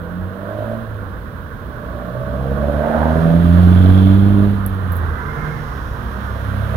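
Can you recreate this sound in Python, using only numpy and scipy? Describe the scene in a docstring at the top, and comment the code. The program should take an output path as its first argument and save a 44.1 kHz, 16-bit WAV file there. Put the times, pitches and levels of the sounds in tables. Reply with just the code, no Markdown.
"""An old four-cylinder car revs, eases off, then pulls hard past a country verge and booms away.
Each firing of its engine is a puff of gas that makes the air intake howl and bark and the exhaust ring.
A second car follows gently, gears whining and fan whirring. Tyres roll, a few bits of grit ping
and a cottage wall echoes. Other engines wait further off, and a breeze rumbles on the microphone.
The left channel sounds quieter and more hollow than the right."""
import sys
import numpy as np
from scipy import signal
from scipy.fft import rfft, irfft
from scipy.io import wavfile
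from scipy.ndimage import map_coordinates

SR = 44100
rng = np.random.default_rng(int(sys.argv[2]) if len(sys.argv) > 2 else 0)


def generate_wav(sig):
    """Save sig (samples, or channels by samples) to the path in sys.argv[1] as 16-bit PCM at SR."""
    pcm = np.round(np.clip(np.atleast_2d(sig).T, -1, 1) * 32767).astype(np.int16)
    wavfile.write(sys.argv[1], SR, pcm)


N = 298116
T = np.arange(N) / SR
FREQS = np.fft.rfftfreq(N, 1 / SR) + 1e-6

# tone colour of each source: (frequency [Hz], relative level [dB])
BREEZE_SPECTRUM = [(12, -18), (25, -5.5), (48, 3.5), (85, 2.5), (140, -6), (300, -18), (700, -32),
                   (2500, -80)]
MIC_HISS_SPECTRUM = [(2000, -3.5), (5000, -26), (8000, -9), (9700, -6), (11000, -6), (13500, 7.5),
                     (16000, 4)]
TREAD_SPECTRUM = [(250, -9), (500, 3), (780, -6), (960, 0), (1100, 3.5), (1250, -1.5), (1480, 3),
                  (1750, -5), (2050, -18), (2500, -37.5), (4000, -43.5)]
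FINE_HISS_SPECTRUM = [(1500, 0), (2200, -1.5), (2700, -2), (3300, 0.5), (4100, -5), (4900, -15),
                      (5600, -17.5), (6500, -17.5), (7800, -24), (9600, -11.5), (11500, -15),
                      (14000, -11.5), (16000, -28.5)]
PING_SPECTRUM = [(4000, -47), (7500, -24), (9500, -5.5), (12000, 6), (14000, 1), (16000, -1.5)]
FAN_SPECTRUM = [(400, -7.5), (900, 0), (1100, -1.5), (1250, 3.5), (1450, 1), (1650, -0.5), (1850, 1),
                (2050, -8.5), (2240, -4.5), (2400, -18.5), (4000, -54.5)]
SILENCER_SPECTRUM = [(25, -40), (45, 6), (110, 3.5), (170, 6), (240, 9), (310, 0.5), (400, -2), (480, 2),
                     (650, -32.5), (1000, -49.5), (3000, -63)]
ENGINE_BAY_SPECTRUM = [(200, -23), (420, 0.5), (720, 3.5), (900, 4), (1120, -4), (1600, -6), (2200, -30),
                       (4000, -42.5), (8000, -64.5)]
BARK_SPECTRUM = [(200, -21), (410, -24.5), (480, -15.5), (555, 0), (605, 3), (705, -1), (810, -20),
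                 (1300, -35), (2000, -21), (5000, -64.5)]
# band in which each named layer's level is set: (low edge [Hz], high edge [Hz])
LEVEL_BANDS = {"chug": (330, 470), "bark": (500, 760), "rasp": (780, 980), "roar": (1000, 1900),
               "hiss": (2600, 4500)}
# left channel against the right: quieter and hollow, with its highest treble cut
# (frequency [Hz], level [dB])
LEFT_LEVEL = [(30, -1), (90, -3), (250, -5), (600, -6), (950, -6), (1550, -19), (2250, -5), (3400, -17),
              (5000, -3), (7500, 0.06), (9000, -9), (11000, -11), (13000, -40)]
# how far its wave runs ahead: (frequency [Hz], phase lead [rad])
LEFT_LEAD = [(30, 0.2), (90, 0.65), (300, 0.88), (550, -0.1), (800, -0.36), (1100, -0.5), (1400, -8),
             (1900, -3), (3100, -5)]
# how alike the channels sound: (frequency [Hz], likeness [0-1])
LEFT_LIKENESS = [(50, 1), (300, 0.85), (600, 0.96), (1100, 0.68), (2000, 0.29), (4000, 0.063),
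                 (10000, 0.12)]
# rumble of the breeze: (time [s], level [dB])
BREEZE_GUSTS = [(0, -39.5), (.5, -45.5), (1.1, -37), (2.8, -38), (3.6, -33), (5.5, -33.5), (5.9, -36.5),
                (6.76, -43.5)]
# drone of the waiting engines: (frequency [Hz], width [Hz], relative level [dB])
DRONE_RESONANCES = [(207.4, 35, -2.5), (303.4, 47, -2), (492, 43, -1)]
# one of them revs briefly: (time [s], firing rate [Hz], level [dB])
BLIP_REVS = [(5.75, 126, -66), (5.9, 126.9, -47), (6.02, 119.3, -37.5), (6.13, 114.4, -41), (6.3, 106, -69)]
# tones of that blip and of the gears: (multiple of the firing rate [x], relative level [dB])
BLIP_TONES = [(2, 0), (4, -4.5)]
GEAR_TONES = [(13.5, -7), (18, -12), (19, -8.5), (21, -8.5), (28, -15)]
# flying grit: (time [s], peak [dB], reflections against the ping [dB])
GRIT_HITS = [(4.663, -12.5, -8.5), (4.748, -38, -9), (4.9208, -19.5, -1), (4.9551, -28, 3),
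             (4.966, -24, -5)]
# second car's gearbox: (time [s], hum [dB], whine [dB], sizzle [dB])
GEARBOX_LEVELS = [(4.4, -54, -50, -85), (4.9, -47, -47.5, -74), (5.2, -39.5, -31, -64),
                  (5.45, -34, -34, -59), (5.65, -46.5, -45, -59.5), (5.85, -46, -49, -60),
                  (6, -67, -61, -64), (6.3, -60, -63, -61.5), (6.76, -64, -64, -68)]
# second car speeds up and changes gear: (time [s], firing rate [Hz], throttle [0-1])
SECOND_DRIVE = [(4.2, 57.09, 1), (4.8, 65.82, 0.95), (5, 67.59, 0.9), (5.25, 74, 0), (5.5, 76.87, 0.6),
                (5.62, 74.54, 0.4), (5.78, 66.96, 0), (6.05, 65.59, 0.3), (6.42, 67.3, 0.6),
                (6.62, 67.2, 0.85), (6.76, 66.5, 1)]
# first car revs, eases off, pulls and eases again: (time [s], firing rate [Hz])
FIRST_REVS = [(0, 83.24), (.28, 93.5), (.68, 110.2), (.82, 113.7), (1.1, 94.6), (1.7, 59.32), (2.08, 60.68),
              (2.5, 68.19), (2.72, 73.24), (3, 77.1), (3.45, 86.15), (3.9, 93.66), (4.35, 100.6),
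              (4.48, 100.9), (4.77, 95.56), (5.05, 81.93), (5.3, 70), (5.9, 54.15)]
# its throttle: (time [s], opening [0-1])
FIRST_PEDAL = [(0, 0.6), (.35, 0.61), (.58, 0.99), (.72, 0.89), (.9, 0.18), (1.53, 0), (1.78, 0.58),
               (2.65, 0.97), (4.45, 0.92), (4.63, 0.32), (5, 0.24)]
# exhaust tones: (multiple of the firing rate [x], base level [dB], loss with throttle shut [dB])
FIRST_TONES = [(1, 0.5, 9), (2, 0, 17), (2.5, -24.5, 36.5), (3, -6.5, 34), (3.5, -21.5, 44),
               (4, -12.5, 43.5), (4.5, -18.5, 39), (5, -14, 38), (7, -9, 36)]
SECOND_TONES = [(1, -3.5, 1.1), (1.5, 2.5, 17), (2, -0.5, 3), (3, -9, 3.8), (4, -12, 6.3)]
# resonances of each exhaust pipe: (frequency [Hz], gain [dB])
FIRST_PIPE_GAIN = [(58, -20), (67, -14.5), (74, -16), (84, -12), (92, -8.5), (101, -12), (112, -11),
                   (122, -21), (135, -14.5), (148, -24), (168, -10.5), (181, -10), (188, -15.5), (198, -10),
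                   (220, -13.5), (234, -8.5), (258, -17.5), (273, -24.5), (290, -12), (335, -20),
                   (375, -23.5), (402, -14), (430, -29.5), (555, -25), (590, -14.5), (620, -33), (740, -30),
                   (900, -45)]
SECOND_PIPE_GAIN = [(57, -13), (68, -19), (77, -38), (95, -43), (101, -18), (104, -20.5), (111, -35),
                    (135, -29), (154, -15), (175, -19.5), (280, -30)]
# dips and swells in the first boom: (time [s], half length [s], lowest tone [dB], its octave [dB])
BOOM_SWINGS = [(.04, 0.044, 2.5, 0), (.24, 0.11, 1.5, 8), (.36, .04, -15, 1), (.51, 0.11, -5, -15.5),
               (.84, 0.024, -5, 0), (.98, .1, 6.5, -10), (1.45, 0.27, -10, -10), (2.2, 0.059, -18, 5.5),
               (2.9, 0.056, -22, -11), (3.29, .1, -13.5, 2), (5.06, 0.12, 7, -11)]
# first car's air intake box: (frequency [Hz], width [Hz], relative level [dB])
AIRBOX_RESONANCES = [(588.6, 82, 5.5), (622.3, 76, 0), (481, 174, -8.5), (1120, 90, -6), (1470, 160, -18)]

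SPEED_M_PER_S, KERB_M = 7.67, 4.08  # both cars: speed, closest distance to the listener
FIRST_PASSES_S, SECOND_PASSES_S = 3.814, 7.03  # the second is still coming when the sound ends
NOSE_M, TAIL_M = 0.48, -0.27  # intake and tailpipe, ahead of the car's middle
TURNS_AWAY_S = (3.16, 3.51)  # the first car's front sound gives way to its rear sound
BASE_FIRING_HZ = 80
# engine layers: (base level [dB], loss with throttle shut [dB], gain per doubling of revs [dB])
FIRST_CHUG, SECOND_CHUG = (-31.5, 8.2, 0.96), (-47, 4.4, 2.8)
FIRST_BARK, SECOND_BARK = (-16.5, 22, 1.9), (-33, 16, 5.4)
FIRST_WHIRR, SECOND_WHIRR = (-29.5, 10, 11), (-27, 4.3, 2.7)
RASP, BURBLE = (-38, 9.9, 1.8), (-32, 12, 0)
TAIL_RING, TAIL_HISS = (-43.5, 18, 3), (-49, 6, 3)


def undb(db):
    """Turn decibels into a gain."""
    return np.exp(np.asarray(db) * np.log(10) / 20)


def curves(table):
    """Each column of a timed table, sample by sample."""
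    times, *columns = np.transpose(table)
    return [np.interp(T, times, column) for column in columns]


def across(points):
    """Join (frequency, value) points on a log-frequency axis."""
    hz, value = np.transpose(points)
    return np.interp(np.log(FREQS), np.log(hz), value)


def shape(x, response, band=(0, SR)):
    """Filter x and bring its average (rms) level inside the band to 1."""
    spectrum = rfft(x) * response
    inside = spectrum[(FREQS > band[0]) & (FREQS < band[1])]
    return irfft(spectrum, N) * N / (np.sqrt(2) * np.linalg.norm(inside))


def colour(x, spectrum, layer=None):
    """Give x a table's tone colour, at level 1 overall or in a named layer's band."""
    return shape(x, undb(across(spectrum)), LEVEL_BANDS[layer] if layer else (0, SR))


def resonance(hz, width):
    """Response of something that rings at one pitch; gain 1 at its centre."""
    return 1 / (1 + 1j * hz / width * (FREQS / hz - hz / FREQS))


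def noise():
    """White noise."""
    return rng.standard_normal(N)


def walk(rate):
    """A random wander of spread 1, about rate wiggles a second."""
    steps = np.interp(T * 2 * rate, np.arange(2048), rng.standard_normal(2048))
    return steps / steps.std()


def ramp(start_s, end_s):
    """Go evenly from 0 at one time to 1 at another."""
    return np.clip((T - start_s) / (end_s - start_s), 0, 1)


def swell(at_s, width_s):
    """A smooth bump of height 1."""
    return np.exp(-((T - at_s) / width_s) ** 2)


def blend(a, b, share):
    """Fade from a to b with equal power."""
    return np.cos(share * np.pi / 2) * a + np.sin(share * np.pi / 2) * b


def nearness(passes_s, ahead_m=0):
    """Sound weakens as 1 / distance; the gain is 1 right beside the listener."""
    return KERB_M / np.hypot(SPEED_M_PER_S * (T - passes_s) + ahead_m, KERB_M)


def driven(car, layer, ahead_m=0):
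    """Gain of an engine layer, set by throttle, revs and nearness."""
    base_db, shut_db, revs_db = layer
    db = base_db - shut_db * (1 - car["throttle"]) + revs_db * np.log2(car["hz"] / BASE_FIRING_HZ)
    return undb(db) * nearness(car["passes_s"], ahead_m)


def crank(hz, wobble):
    """Count the firings so far; the crankshaft never turns quite evenly."""
    return np.cumsum(hz * (1 + wobble * walk(14))) / SR


def firings(fired, cylinders_db, spread_db, gas, puff, jitter):
    """Four unequal cylinders each give a pulse, a little early or late, then a puff of rushing gas."""
    fired = fired + jitter * walk(45)
    count = np.floor(fired).astype(int)
    chance_db = spread_db * rng.standard_normal(1024)[count % 1024]
    size = undb(np.array(cylinders_db)[count % len(cylinders_db)] + chance_db)
    pulse = np.diff(count, prepend=count[0]) * size
    hiss = noise() * np.exp(-(fired % 1) / puff) * size
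    return (pulse / pulse.std() + gas * hiss / hiss.std()) / np.hypot(1, gas)


def reflections(x, decay_s, gap_s):
    """Many small echoes start after a gap and die away."""
    t = T[:SR // 2]
    tail = rng.standard_normal(len(t)) * undb(-60 * t / decay_s) * np.clip((t - gap_s) * 1000, 0, 1)
    return signal.fftconvolve(x, tail / np.linalg.norm(tail))[:N]


def stereo(sound, scattered):
    """The left channel is quieter and hollow; its treble is mostly scattered sound, cut at the top."""
    gain, alike = undb(across(LEFT_LEVEL)), np.clip(across(LEFT_LIKENESS), 0, 1)
    direct = gain * alike * np.exp(1j * across(LEFT_LEAD))
    diffuse = gain * np.sqrt(1 - alike ** 2)
    mean_gain = np.sqrt(np.abs(1 + direct) ** 2 + diffuse ** 2) / 2
    right = rfft(sound)
    left = direct * right + diffuse * rfft(scattered)
    return irfft(np.array([left, right]) / mean_gain, N)


def breeze():
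    """Gusts rumble on the microphone, over its steady hiss."""
    rumble = shape(noise(), undb(across(BREEZE_SPECTRUM)), band=(20, 54))
    return undb(curves(BREEZE_GUSTS)[0]) * rumble + undb(-59.5) * colour(noise(), MIC_HISS_SPECTRUM)


def waiting_engines():
    """Engines further off: a blurred burble, a hollow drone that fades early and one throttle blip."""
    burble = undb(-52) * colour(noise(), SILENCER_SPECTRUM, "chug")
    pipes = sum(undb(db) * resonance(hz, width) ** 2 for hz, width, db in DRONE_RESONANCES)
    drone = undb(-41) * (1 - ramp(0.71, 1.65)) * shape(noise(), pipes)
    hz, blip_db = curves(BLIP_REVS)
    fired = crank(hz, wobble=0.0036)
    blip = sum(undb(blip_db + db + 2.7 * walk(11)) * np.sin(2 * np.pi * k * fired)
               for k, db in BLIP_TONES)
    return burble + drone + blip


def verge_reflection(x):
    """A bounce off the verge lags more as the second car nears, so its peaks sweep downward."""
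    lag_s = 0.00199 + 0.00237 * nearness(SECOND_PASSES_S)
    share = .5 * ramp(4.0, 9.8)
    return (x + share * map_coordinates(x, [(T - lag_s) * SR], order=1)) / np.hypot(1, share)


def tyre_gain(first_db, second_db, traffic_db):
    """Joint gain of both cars' tyres and of distant traffic."""
    # the wedge between tread and road throws the sound forward
    first = undb(first_db) * nearness(FIRST_PASSES_S, ahead_m=1.4) ** 1.37
    second = undb(second_db) * nearness(SECOND_PASSES_S)
    return np.sqrt(first ** 2 + second ** 2 + undb(traffic_db) ** 2)


def road_rush(first, second):
    """Tyres roar, engines and a fan whirr, and a finer hiss of tyres and gas throbs with the firings."""
    behind = ramp(*TURNS_AWAY_S)
    first_whirr = driven(first, FIRST_WHIRR) * (1 - behind)
    second_whirr = driven(second, SECOND_WHIRR) * swell(5.19, 1)  # swells once, then fades
    whirr = np.hypot(first_whirr, second_whirr)
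    roar_gain = np.hypot(tyre_gain(-36, -34.5, -41.5), whirr) * undb(1.1 * walk(16))
    roar = roar_gain * colour(noise(), TREAD_SPECTRUM, "roar")
    whirr_hiss = np.hypot(undb(-16.5) * first_whirr, undb(-16) * second_whirr)
    gas = behind * driven(first, TAIL_HISS, TAIL_M) * (1 - ramp(4.55, 5.0))
    hiss_gain = np.sqrt(tyre_gain(-49.5, -48.5, -61.5) ** 2 + gas ** 2 + whirr_hiss ** 2)
    hiss = hiss_gain * undb(.5 * walk(22)) * colour(noise(), FINE_HISS_SPECTRUM, "hiss")
    throb = 1 + 0.065 * np.cos(2 * np.pi * first["fired"])
    return verge_reflection(roar) + fan(second) + hiss * throb


def grit(ring_s=0.0012):
    """Grit flung from the tyres makes tiny hard pings, each with a short spray of echoes."""
    out = np.zeros(N)
    for at_s, peak_db, echo_db in GRIT_HITS:
        age = np.maximum(T - at_s, 0)
        ping = colour(noise() * (T > at_s) * np.exp(-age / ring_s), PING_SPECTRUM)
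        ping *= undb(peak_db) / np.abs(ping).max()
        out += ping + undb(echo_db) * reflections(ping, decay_s=0.1, gap_s=0.0034)
    return out


def fan(car):
    """The second car's fan whirr follows the revs in pitch and swells as they top out."""
    whirr = colour(noise(), FAN_SPECTRUM, "roar")
    swept = map_coordinates(whirr, [car["fired"] / BASE_FIRING_HZ * SR], order=3, mode="wrap")
    return undb(-37.5 + 2.5 * swell(5.4, 0.095)) * swell(5.42, 1.84) * swept


def gearbox(fired, hum_multiple=6):
    """Meshing gear teeth hum and whine in step with the second engine, under a thin sizzle."""
    hum_db, whine_db, sizzle_db = curves(GEARBOX_LEVELS)
    hum = undb(hum_db + 2.5 * walk(20)) * np.sin(2 * np.pi * hum_multiple * fired + .5 * walk(30))
    whine = 0
    for k, db in GEAR_TONES:
        gain = undb(whine_db + db + 3.7 * walk(14))
        whine += gain * np.sin(2 * np.pi * k * (fired + 0.0066 * walk(35)) + .5 * walk(15))
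    return hum + whine + undb(sizzle_db) * shape(noise(), resonance(5340, 1900) ** 2)


def second_engine(car):
    """A softer engine: a breathy chug in the silencer and a little bark from the intake."""
    pulses = firings(car["fired"], [-8.5, -0.5, -10, -2], spread_db=2, gas=4.9, puff=.63, jitter=.045)
    chug = driven(car, SECOND_CHUG) * colour(pulses, SILENCER_SPECTRUM, "chug")
    return chug + driven(car, SECOND_BARK, NOSE_M) * colour(pulses, BARK_SPECTRUM, "bark")


def rushing_air(pulses):
    """Rushing air fills the gaps between the oncoming engine's pulses, then thins as it gets close."""
    return blend(pulses, noise(), 0.57 * (1 - .7 * ramp(2.98, 3.06)))


def intake_howl(car):
    """Gulps of air ring the airbox: it growls, pulses at high revs and throbs once in four firings."""
    fired, band = car["fired"], LEVEL_BANDS["bark"]
    # cubed, because coupled chambers swell slowly
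    airbox = sum(undb(db) * resonance(hz, width) ** 3 for hz, width, db in AIRBOX_RESONANCES)
    gulps = firings(fired, [0, -1.5, -7, -5], spread_db=.8, gas=.45, puff=.8, jitter=.011)
    beat = fired - np.interp(.622, T, fired)
    pairs = firings(beat, [0, -18, -1, -18], spread_db=.6, gas=.12, puff=.5, jitter=.006)
    pairs *= np.cos(np.pi * beat / 2)  # the strong gulps push and pull in turn
    heaves = firings(fired + .3, [-3, 0, -9, -9], spread_db=.8, gas=.3, puff=.8, jitter=.012)
    pulsing = undb(3.5) * shape(pairs, resonance(604, 140) ** 3, band)
    throb = undb(3.5) * shape(heaves, resonance(584, 160) ** 3, band)
    sunken = shape(gulps, resonance(526, 266) ** 3)  # for a moment the howl sinks and broadens
    growl = blend(shape(gulps, airbox, band), sunken, 0.79 * swell(2.48, 0.13))
    howl = blend(growl, pulsing, np.clip((car["hz"] - 93) / 10, 0, .9))
    howl = blend(howl, throb, 0.71 * ramp(2.59, 2.63))  # a second air passage (choke) opens
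    low_revs_db = 3.5 * np.exp(-((car["hz"] - 61.5) / 2.2) ** 2)  # where the airbox rings best
    return undb(low_revs_db) * howl


def intake_bark(car, howl, rush, behind):
    """The intake faces forward: its howl turns to barks up close, then blurs into the tailpipe's rush."""
    knocks = firings(car["fired"], [0, -1.5, -9, -11], spread_db=.8, gas=.65, puff=1, jitter=.008)
    muffled = undb(across(BARK_SPECTRUM)) / (1 + (FREQS / 1700) ** 4)
    barks = shape(rushing_air(blend(knocks, rush, behind)), muffled, LEVEL_BANDS["bark"])
    barks *= undb(4.5 * (0.5 - ramp(2.8, 3.2)))
    shadow = undb(-14 * behind)  # the car's body hides the intake from behind
    return driven(car, FIRST_BARK, NOSE_M) * shadow * blend(howl, barks, ramp(2.7, 2.86))


def bay_rasp(car, behind, facing_s=3.008):
    """Firings rasp from the open engine bay, which comes into view slowly and goes quickly."""
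    cracks = firings(car["fired"], [-1.3, -1.2, -0.36, -2], spread_db=1, gas=1.6, puff=.6, jitter=.04)
    in_view = swell(facing_s, np.where(T < facing_s, 0.27, 0.12))
    gain = driven(car, RASP, NOSE_M) * undb(15.5 * in_view - 5.1 * behind)
    return gain * colour(rushing_air(cracks), ENGINE_BAY_SPECTRUM, "rasp")


def tailpipe(car, exhaust, rush):
    """Rough gas burbles out of the pipe, which rings loudest as it points at the listener."""
    aim = undb(14.5 * (swell(3.97, 0.4) - 1))
    ring = driven(car, TAIL_RING, TAIL_M) * aim * shape(rush, resonance(3340, 420) ** 2)
    pipe = resonance(135, 60) ** 2 + resonance(289, 180) ** 2 + undb(-9.5) * resonance(730, 180) ** 2
    return ring + driven(car, BURBLE, TAIL_M) * shape(exhaust, pipe)


def first_engine(car):
    """The silencer chugs throughout; intake, bay and valves lead as it comes, the tailpipe as it goes."""
    fired, behind = car["fired"], ramp(*TURNS_AWAY_S)
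    exhaust = firings(fired, [2, -4.5, -5, 1], spread_db=-1, gas=1.18, puff=1, jitter=.029)
    chug = undb(-4.5 * behind) * driven(car, FIRST_CHUG) * colour(exhaust, SILENCER_SPECTRUM, "chug")
    howl = intake_howl(car)
    rush = firings(fired, [-3.5, -1, -6.5, -4], spread_db=-3.5, gas=1.3, puff=.87, jitter=.035)
    bark = intake_bark(car, howl, rush, behind)
    rasp = bay_rasp(car, behind)
    valves = undb(-59) * nearness(car["passes_s"], NOSE_M) * shape(noise(), resonance(5200, 1900) ** 2)
    return chug + bark + rasp + behind * tailpipe(car, exhaust, rush) + (1 - behind) * valves


def exhaust_boom(car, tones, pipe, flutter_db, swings=(), lope=0.11):
    """Deep tones sweep through the pipe's resonances; unequal cylinders give them a limp (lope)."""
    pipe_hz, pipe_db = np.transpose(pipe)
    waver_db = 0.25 * (1 / nearness(car["passes_s"]) - 1)  # the air makes a far boom waver
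    boom = 0
    for k, base_db, shut_db in tones:
        db = base_db - shut_db * (1 - car["throttle"])
        db += np.interp(np.log(k * car["hz"]), np.log(pipe_hz), pipe_db)
        if k in (1, 2):
            for at_s, width_s, low_db, octave_db in swings:
                db += (low_db if k == 1 else octave_db) * swell(at_s, width_s)
        db += k * flutter_db * walk(5) + waver_db * walk(6.4)
        boom -= undb(db) * np.sin(2 * np.pi * k * car["fired"])
    uneven = np.sin(np.pi * car["fired"]) + .5 * np.sin(np.pi * car["fired"] / 2)
    return np.sqrt(2) * boom * (1 + lope * uneven) * nearness(car["passes_s"], TAIL_M)


def scene():
    """Both cars, the road, the breeze and the wall's echo, in two channels."""
    (first_hz,), (first_throttle,) = curves(FIRST_REVS), curves(FIRST_PEDAL)
    second_hz, second_throttle = curves(SECOND_DRIVE)
    first_fired, second_fired = crank(first_hz, wobble=0.0027), crank(second_hz, wobble=0.0052)
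    first_fired -= np.interp(3.057, T, first_fired)  # a firing lands at this moment, as the car nears
    first = dict(hz=first_hz, fired=first_fired, throttle=first_throttle, passes_s=FIRST_PASSES_S)
    second = dict(hz=second_hz, fired=second_fired, throttle=second_throttle, passes_s=SECOND_PASSES_S)
    emerging = ramp(4.2, 4.7)  # the second car becomes audible as the first fades
    booms = exhaust_boom(first, FIRST_TONES, FIRST_PIPE_GAIN, flutter_db=0.5, swings=BOOM_SWINGS)
    booms += emerging * exhaust_boom(second, SECOND_TONES, SECOND_PIPE_GAIN, flutter_db=0.7)
    engines = first_engine(first) + emerging * second_engine(second) + gearbox(second_fired)
    pings = grit()
    engines += waiting_engines()
    wall_echo = reflections(engines, decay_s=0.18, gap_s=0.029)
    sound = booms + engines + undb(-10.5) * wall_echo + road_rush(first, second) + pings + breeze()
    scattered = wall_echo + road_rush(first, second) + pings + breeze()
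    left, right = stereo(sound, scattered)
    # the left channel lags a little, most while the first car is off to the right
    lag_s = np.interp(T, [2.9, 3.5, 4.5, 5.1], [0.00011, 0.00025, 0.00024, 0.00017])
    return np.array([map_coordinates(left, [(T - lag_s) * SR], order=3), right])


def record(dry):
    """Clip the sound at full scale and cut the highest treble."""
    treble_cut = signal.ellip(10, .1, 80, 15900, fs=SR, output="sos")
    return signal.sosfilt(treble_cut, np.clip(dry, -1, 1))


dry = scene()
out = record(dry)
generate_wav(out)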